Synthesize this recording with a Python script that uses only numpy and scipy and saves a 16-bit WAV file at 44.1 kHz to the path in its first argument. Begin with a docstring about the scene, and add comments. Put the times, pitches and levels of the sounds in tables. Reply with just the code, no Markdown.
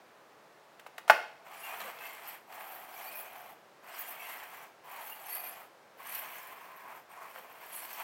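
"""Small hard room: a sharpening stone is set down on a cutting board with light touches and one sharp
knock, then drawn six times along the edge of a knife held down under a small brick.
Random grain impulses drive the spectra of board, blade and edge; moving resonances add the hollow note
and the edge's ring. Gliding notes make the chatter, filtered impulses and noise bursts the contacts.
Early reflections and a diffuse tail answer, over a steady background hush."""
import sys
import numpy as np
from scipy import signal
from scipy.fft import rfft, irfft
from scipy.io import wavfile
from scipy.ndimage import uniform_filter1d, minimum_filter1d

SR = 44100
rng = np.random.default_rng(int(sys.argv[2]) if len(sys.argv) > 2 else 0)


def store_pcm(level_fs):
    """Save levels as 16-bit WAV."""
    pcm = np.round(np.clip(level_fs, -1, 1) * 32767).astype(np.int16)
    wavfile.write(sys.argv[1], SR, np.atleast_2d(pcm).T)


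N = 354123

# The edge bites into the stone: its fizz flares and its ring takes a pitch of its own.
# Each row: centre in s, half length in s, fizz gain in dB, ring pitch at the centre in Hz, glide in Hz/s.
BITES = [(1.659, 0.068, 1, 11700, 26008), (2.29, 0.047, 6, 11800, 4), (2.743, 0.075, 1.5, 12770, 4),
         (3.185, 0.045, 6, 12900, -2), (4.007, .03, 10.5, 13800, 1.5), (4.1, 0.038, 9, 12200, 40010),
         (5.106, 0.0526, 3.5, 13460, 0), (5.399, 0.16, 6, 11430, -3), (6.145, .07, 0.5, 11830, 8000),
         (6.774, 0.017, 13.5, 13980, -1), (7.768, .05, 4, 11220, 0)]


def strokes():
    """Pressure makes the scrape louder and brighter; the sliding grip flutters, most in the treble."""
    # How hard the stone presses, one list per stroke. Each row: time in s, pressure as grit level in dB.
    pressure = [
        [(1.48, -68.5), (1.68, -53.5), (1.78, -59), (1.81, -53.5), (1.95, -65), (2.06, -56.0), (2.2, -61),
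         (2.31, -57.0), (2.37, -63)],
        [(2.5, -71), (2.53, -61.5), (2.71, -62.0), (2.86, -65), (3.0, -57.5), (3.18, -58), (3.36, -66.5),
         (3.5, -67.5), (3.53, -70.5)],
        [(3.86, -70.5), (3.89, -63.0), (3.99, -53), (4.17, -61.0), (4.31, -56.0), (4.46, -65.5), (4.56, -62),
         (4.61, -65.0), (4.68, -71.5)],
        [(4.87, -66.5), (4.95, -59.5), (5.11, -59.0), (5.16, -62), (5.24, -62.5), (5.34, -52.5), (5.4, -63),
         (5.47, -58.5), (5.65, -68)],
        [(6.0, -67.5), (6.03, -61.5), (6.15, -50.5), (6.29, -61.5), (6.35, -57.5), (6.63, -68.5), (6.75, -72.5),
         (6.96, -70.5), (7.0, -67.5)],
        [(7.12, -68.5), (7.15, -73), (7.33, -65), (7.38, -59.5), (7.45, -68.5), (7.62, -65.5), (7.76, -52.5),
         (7.84, -55), (8.02, -55)],
    ]
    # The stone drags and its rasp swells. Each row: centre in s, half length in s, board gain in dB.
    drags = [(1.72, 0.11, 5), (1.86, 0.11, 4.5), (2.61, 0.16, 4), (3.0, .04, 6.5), (3.96, 0.112, 0),
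             (4.61, 0.041, 1), (4.97, 0.083, 5.5), (6.24, 0.092, 3), (6.4, 0.074, 0.5), (6.92, 0.077, 3.5),
             (7.44, 0.14, -0.5), (7.23, 0.12, 7), (8.01, 0.071, 7.5)]
    usual_pressure_db, usual_grit_db = -60, -58.5
    # dB per dB of pressure; pressure damps the hollow note
    board_follows, blade_follows, fizz_follows, hollow_follows = 0.24, 0.46, 1.06, -0.21
    drag_blade_share = 0.65

    sliding, board_db, blade_db, fizz_db, hollow_hz, hollow_db = stroke_motion()
    press_db = in_time(np.concatenate(pressure))[0] - usual_pressure_db
    drag_db = flares(drags)
    grit_db = usual_grit_db + press_db
    board_db = board_db + board_follows * press_db + drag_db
    blade_db = blade_db + blade_follows * press_db + drag_blade_share * drag_db
    fizz_db = fizz_db + fizz_follows * press_db + flares(BITES)
    hollow_db = hollow_db + hollow_follows * press_db

    low = rasp(board_db, blade_db, grit_db, hollow_hz, hollow_db)
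    high = hiss(grit_db, fizz_db, edge_pitch(press_db))
    grip = drift(26)
    return sliding * (low * from_db(1.4 * grip) + high * from_db(1.45 * grip))


def stroke_motion():
    """Each stroke starts, slides and stops; it holds its own levels while its hollow note glides."""
    # Out to the tip and back in turn; relative levels at the usual pressure.
    # Each row: start in s, end in s, board rasp in dB, blade rasp in dB, edge fizz in dB,
    # hollow note at the start in Hz, at the end in Hz, hollow note relative to the board rasp in dB.
    stroke_rows = [(1.44, 2.411, -49, -52, -58.5, 698, 936, -11.5),
                   (2.465, 3.569, -50.5, -54, -54.5, 800, 740, -2),
                   (3.815, 4.716, -49, -51.5, -57, 780, 1001, -14),
                   (4.83, 5.689, -50.5, -54, -55, 1002, 729, -3),
                   (5.965, 7.034, -51, -51.5, -55, 1044, 1030, -2.5),
                   (7.085, 8.1, -51.5, -54, -56, 1078, 980, -5)]
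    attack_s, release_s = 0.032, 0.057
    glide_share = 0.65  # part of a stroke after which the hollow note has settled

    t = np.arange(N) / SR
    sliding, corners = np.zeros(N), []
    for start, end, board_db, blade_db, fizz_db, start_hz, end_hz, hollow_db in stroke_rows:
        sliding += np.clip(np.minimum((t - start) / attack_s, (end - t) / release_s), 0, 1)
        settled = start + glide_share * (end - start)
        for s, hz in ((start, start_hz), (settled, end_hz), (end, end_hz)):
            corners.append((s, board_db, blade_db, fizz_db, hz, hollow_db))
    return sliding, *in_time(corners)


def rasp(board_db, blade_db, grit_db, hollow_hz, hollow_db):
    """Coarse grit shakes the board and the flat of the blade."""
    # Spectra. Each row: frequency in Hz, level in dB.
    board_spectrum = [(150, -45.5), (330, -23.5), (430, -12.5), (540, -14.5), (660, 3), (770, 2), (900, 1),
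                      (1100, 1.5), (1350, -1.5), (1550, -7), (2000, -25)]
    blade_spectrum = [(1200, -31.5), (1550, 0), (1900, -1), (2400, 0), (2800, -1.5), (3300, -3),
                      (3700, -14.5), (4800, -35.5)]

    coarse = grains(per_s=6000, spread_db=2.5)
    shaken = rms_one(through(coarse, pulse_of(board_spectrum)))
    hollow = from_db(hollow_db) * moving_ring(hollow_hz, width_hz=87)
    ringing = from_db(-35) * rms_one(through(coarse, body_ring()))
    board = rms_one(shaken + hollow + ringing)

    blade_pulse = pulse_of(blade_spectrum)
    dull, full = [rms_one(through(grains(per_s=6000, spread_db=3.5), blade_pulse)) for _ in range(2)]
    dull = signal.sosfilt(signal.butter(8, 2450, fs=SR, output="sos"), dull)
    # little hiss relative to the blade level leaves the upper part of its rasp quiet
    bright = np.clip(0.44 + 0.048 * (grit_db - blade_db + 6.0), .03, 1)
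    blade = np.sqrt(1 - bright) * dull + np.sqrt(bright) * full
    return board * from_db(board_db) + blade * from_db(blade_db + 1.55)


def hiss(grit_db, fizz_db, ring_hz):
    """Fine grit cuts the edge, whose modes catch and let go one by one."""
    # Spectra. Each row: frequency in Hz, level in dB.
    grit_spectrum = [(2800, -33), (3700, 2), (4400, 7), (4950, -2.5), (5600, 2), (6500, -3.5), (7900, 3.5),
                     (8500, 3), (9800, 0), (11500, -21.5)]
    fizz_spectrum = [(8000, -41.5), (10000, -2.5), (11700, 4.5), (13000, 7.5), (14500, 7.5), (15800, 9)]
    # Edge modes that move together. Each row: multiple of the ring pitch, width in Hz, level in dB.
    edge_modes = [(0.801, 180, -17), (1.001, 190, -7), (1.09, 220, -11), (1.198, 260, -13)]

    fine = grains(per_s=5400, spread_db=2.0)
    edge_hz = ring_hz * (1 + 0.013 * drift(18))
    edge = np.zeros(N)
    for multiple, width_hz, db in edge_modes:
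        edge += from_db(db + 0.73 * drift(29)) * moving_ring(multiple * edge_hz, width_hz)
    # the ring fades in and out by chance and stands out around a bite
    chance_db = 2 - 0.5 * drift(11)
    bite_db = 4 * sum(bell(s, 2 * half_s) for s, half_s, *_ in BITES)
    edge = edge * from_db(chance_db + bite_db)

    grit = rms_one(through(fine, pulse_of(grit_spectrum)))
    grit = rms_one(grit + from_db(-3.5) * squeaks(4600, 10000, count=1000))
    fizz = rms_one(through(fine, pulse_of(fizz_spectrum)))
    fizz = rms_one(fizz + edge + from_db(-10.5) * squeaks(10500, 15600, count=450))
    return grit * from_db(grit_db - 2.0) + fizz * from_db(fizz_db + 4.05 + 2.6 * drift(97))


def edge_pitch(press_db):
    """The edge's ring sinks under pressure and wanders, until a bite draws it to its own glide."""
    usual_hz, sag_hz_per_db, wander_hz, wanders_per_s = 12400, 112, 360, 1.3
    t = np.arange(N) / SR
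    ring_hz = usual_hz - sag_hz_per_db * press_db + wander_hz * drift(wanders_per_s)
    for s, half_s, _, hz, glide in BITES:
        pull = np.minimum(2 * bell(s, 2 * half_s), 1)
        ring_hz = ring_hz + pull * (hz + glide * (t - s) - ring_hz)
    return ring_hz


def squeaks(low_hz, high_hz, count):
    """Single grains plough the steel for a moment, each squeaking at its own pitch; rms 1."""
    # columns as in swells
    lowest, highest = [0, .008, low_hz, -10, -6000], [N / SR, .04, high_hz, 0, 6000]
    return rms_one(swells(rng.uniform(lowest, highest, (count, 5)), flutter_hz=90))


def grains(per_s, spread_db):
    """Abrasive grains catch at random, most of them small and a few large."""
    sizes = from_db(spread_db * np.minimum(rng.exponential(1, N), 5))
    signs = rng.choice([-1, 1], N)
    return sizes * signs * (rng.random(N) < per_s / SR)


def chatter():
    """Spells of stick and slip: high on the blade, low in the board."""
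    # The stone chatters on the steel; the board groans softly as the weight on it shifts.
    # Each row: centre in s, half length in s, pitch in Hz, level in dB, glide in Hz/s.
    chatters = [(1.66, 0.066, 2740, -50.5, 0), (1.72, 0.029, 2440, -51, 0),
                (1.812, 0.02, 4316, -50, -30000), (2.02, 0.13, 2600, -54.5, 997.5),
                (2.08, 0.21, 2110, -57, -6), (3.08, 0.023, 4550, -59.5, 4.5), (3.13, 0.32, 2414, -56, 398),
                (4.25, 0.11, 2650, -54.5, 1798), (4.27, 0.2, 2126, -53, -1500),
                (5.122, 0.03, 2838, -53, -3), (5.36, 0.098, 4532, -57.5, 4), (5.356, 0.055, 1980, -54, 0),
                (5.42, 0.21, 2440, -58, 5), (7.12, 0.039, 8500, -70, 0)]
    groans = [(1.83, 0.094, 210, -68.5, 300), (1.87, 0.05, 530, -54, -1.5), (7.38, 0.052, 516, -60, 0)]
    return swells(chatters, flutter_hz=54.8) + swells(groans, flutter_hz=35.3)


def blows():
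    """Each contact gives a dull thud and a gritty crack; touches and flat landing ring the modes."""
    # Light touches and coarse grains catching. Each row: time in s, thud impulse in dB, crack impulse in dB.
    touch_rows = [(.796, -50, -36), (.864, -33, -39), (.868, -52, -43), (.9805, -61, -28),
                  (.983, -31.5, -54), (1.079, -34, -29), (1.082, -35, -36), (1.089, -39, -34),
                  (1.802, -53, -29.5), (1.815, -46, -34), (1.987, -53, -36), (2.525, -59, -37),
                  (4.0, -40, -53), (6.772, -55.5, -53), (7.36, -31.5, -52)]
    # The stone lands on one edge, then flat. Each row: time in s, impulse in dB.
    knock_rows = [(1.098, 1), (1.1008, 0.5), (1.1027, -1)]
    # Each row: frequency in Hz, level in dB.
    thud_spectrum = [(40, -50), (215, -21.5), (300, -25), (420, -24.5), (540, 3.5), (660, 7.5), (880, 13.5),
                     (1050, 0.5), (1350, 9.5), (1900, 0), (2600, -5.5), (3800, -20.5), (5500, -18.5),
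                     (8000, -53.5), (16000, -72)]

    s, touch_db, click_db = np.transpose(touch_rows)
    knock, touches = clicks(*np.transpose(knock_rows)), clicks(s, touch_db)
    thud_pulse = dispersed(pulse_of(thud_spectrum), hz=1250, width_hz=240)
    thud = through(knock + touches, thud_pulse)
    flat_landing = clicks(*knock_rows[1])
    ring = from_db(-10) * through(flat_landing + touches, body_ring())
    return thud + ring + cracks(clicks(s, click_db) + from_db(-17.5) * knock)


def cracks(contacts):
    """Grit crushes under each contact in a short burst of noise."""
    # Each row: frequency in Hz, level in dB.
    tick_spectrum = [(50, -70), (500, 15), (2000, 15.5), (5000, 4), (9000, -1.5), (14000, -1), (16000, 1)]
    t = np.arange(SR // 10) / SR
    crush = through(contacts, from_db(-60 * t / 0.041)) * rng.standard_normal(N)
    tick = pulse_of(tick_spectrum)
    return from_db(-9.5) * through(crush, tick / np.linalg.norm(tick))


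def body_ring():
    """Modes of board, stone and blade after a unit blow, with the bass below a few hundred Hz cut away."""
    # Each row: frequency in Hz, level in dB, t60 in s.
    modes = [(645, -19, .13), (750, -23, .2), (861, -15, .15), (1165, -21, .15), (1360, -13, .08),
             (1520, -24, .1), (1690, -32, .2), (1872, -22, .2), (2190, -36, .25), (2310, -30, .17),
             (2422, -28, .12), (2572, -25, .11), (2880, -37, .15), (3135, -37, .16), (3303, -32, .13),
             (4408, -36, .16), (5500, -38, .1), (5690, -37, .11)]
    t = np.arange(SR) / SR
    ring, sign = np.zeros(SR), -1
    for hz, db, t60_s in modes:
        ring += sign * from_db(db - 60 * t / t60_s) * np.sin(2 * np.pi * hz * t)
        sign = -sign
    return signal.sosfilt(signal.butter(2, 350, "high", fs=SR, output="sos"), ring)


def dispersed(x, hz, width_hz):
    """All-pass: bending waves near this pitch arrive late, smearing a blow over a few cycles."""
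    r = np.exp(-np.pi * width_hz / SR)
    poles = [1, -2 * r * np.cos(2 * np.pi * hz / SR), r * r]
    return signal.lfilter(poles[::-1], poles, x)


def room(x):
    """Early reflections off the worktop and things nearby, then a diffuse tail decaying by band."""
    # Each row: frequency in Hz, t60 in s.
    room_t60 = [(150, 0.1), (600, 0.57), (1500, 0.43), (3000, 0.54), (6000, 0.5), (14000, 0.3)]
    # Each row: frequency in Hz, level of the answer in dB.
    room_db = [(150, 0), (300, 6), (600, -14), (1300, -14.5), (2500, -9), (6000, -10.5), (14000, -10.5)]
    # Each row: delay in s, level in dB.
    echoes = [(.0047, -31), (.0095, -23), (.0128, -16.5)]

    size = SR * 3 // 4
    t, hz = np.arange(size) / SR, np.fft.rfftfreq(size, 1 / SR)
    white, tail = rfft(rng.standard_normal(size)), np.zeros(size)
    centres_hz = np.geomspace(100, 16000, 12)
    for k, centre_hz in enumerate(centres_hz):
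        # overlapping triangular bands
        share = at_hz(np.column_stack([centres_hz, np.arange(len(centres_hz)) == k]), hz)
        decay = from_db(-60 * t / at_hz(room_t60, centre_hz)) * np.clip(t / 0.018, 0, 1)
        decay = decay / np.linalg.norm(decay)
        tail += irfft(white * share, size) * decay * from_db(at_hz(room_db, centre_hz))
    return through(x, tail + clicks(*np.transpose(echoes))[:size])


def hush():
    """Steady background: white noise shaped by a fixed spectrum."""
    # Each row: frequency in Hz, level in dB.
    air_spectrum = [(20, -30.5), (55, -29), (90, -17.5), (134, -7.5), (270, -5.5), (420, -0.5), (620, 1.5),
                    (800, 0.5), (1100, -2.5), (1700, -5.5), (3200, -14.5), (4700, -18), (10000, -26),
                    (16000, -26)]
    return from_db(-59) * rms_one(through(rng.standard_normal(N), pulse_of(air_spectrum)))


def swells(rows, flutter_hz):
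    """Rough narrow notes that swell, glide and fade, their pitch bending with the hand."""
    t, out = np.arange(N) / SR, np.zeros(N)
    flutter = drift(flutter_hz) + 1j * drift(flutter_hz)
    bent_time = t + np.cumsum(0.013 * drift(10.0)) / SR
    for s, half_s, hz, db, glide in rows:
        near = slice(*np.searchsorted(t, [s - half_s, s + half_s]))
        swell = np.cos(np.pi / 2 * (t[near] - s) / half_s) ** 2
        turns = hz * bent_time[near] + glide * (t[near] - s) ** 2 / 2
        out[near] += from_db(db) * swell * np.real(flutter[near] * np.exp(2j * np.pi * turns))
    return out


def moving_ring(hz, width_hz):
    """A resonance kept ringing by random friction while its centre moves; rms 1."""
    phase = 2 * np.pi * np.cumsum(hz * np.ones(N)) / SR
    return rms_one(drift(width_hz) * np.cos(phase) + drift(width_hz) * np.sin(phase))


def drift(rate_hz):
    """Smooth random signal of rms 1: noise through two equal one-pole low-passes."""
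    r = np.exp(-2 * np.pi * rate_hz / SR)
    noise = rng.standard_normal(N + SR)
    return rms_one(signal.lfilter([1], [1, -2 * r, r * r], noise)[SR:])  # first second settles


def flares(rows):
    """Gain in dB that rises and falls around each event."""
    return sum(db * bell(s, half_s) for s, half_s, db, *_ in rows)


def bell(s, half_s):
    """A smooth rise from 0 to 1 and back around one moment."""
    near = np.arange(max(int((s - half_s) * SR), 0), min(int((s + half_s) * SR), N))
    out = np.zeros(N)
    out[near] = np.cos(np.pi / 2 * (near / SR - s) / half_s) ** 2
    return out


def clicks(times_s, levels_db):
    """One impulse for each contact."""
    out = np.zeros(N)
    out[np.round(np.asarray(times_s) * SR).astype(int)] = from_db(levels_db)
    return out


def pulse_of(spectrum, size=4096):
    """The causal, most compact (minimum-phase) pulse with this spectrum; peak 1."""
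    magnitude = from_db(at_hz(spectrum, np.fft.rfftfreq(size, 1 / SR)))
    cepstrum = irfft(np.log(magnitude))
    cepstrum[1:size // 2] *= 2
    cepstrum[size // 2 + 1:] = 0
    pulse = irfft(np.exp(rfft(cepstrum)))
    return pulse / np.abs(pulse).max()


def through(x, response):
    """Pass a sound through an impulse response."""
    return signal.oaconvolve(x, response)[:N]


def at_hz(points, hz):
    """Read a table on a log-frequency axis."""
    f, value = np.transpose(points)
    return np.interp(np.log(np.maximum(hz, 1)), np.log(f), value)


def in_time(rows):
    """Each column of a curve at every sample."""
    s, *columns = np.transpose(rows)
    return [np.interp(np.arange(N) / SR, s, column) for column in columns]


def rms_one(x):
    """Scale to unit rms."""
    return x / np.sqrt(np.mean(x ** 2) + 1e-20)


def from_db(db):
    """Decibels to gain."""
    return 10 ** (np.asarray(db) / 20)


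def scene():
    """Stone and knife in the room, over its steady background hush."""
    work = from_db(-2.0) * strokes() + chatter() + blows()
    return (work + room(work) + hush())[None]


def record(dry):
    """The deep bass is thinned, a fast limiter holds the loudest peaks and the top is cut."""
    x = signal.sosfilt(signal.butter(1, 45, "high", fs=SR, output="sos"), dry)
    allowed = .85 / np.maximum(np.abs(x), .85)
    gain = uniform_filter1d(minimum_filter1d(allowed, size=301), size=301)
    low_pass = signal.ellip(12, .1, 80, 15900, fs=SR, output="sos")
    return signal.sosfilt(low_pass, x * gain)


dry = scene()
out = record(dry)
store_pcm(out)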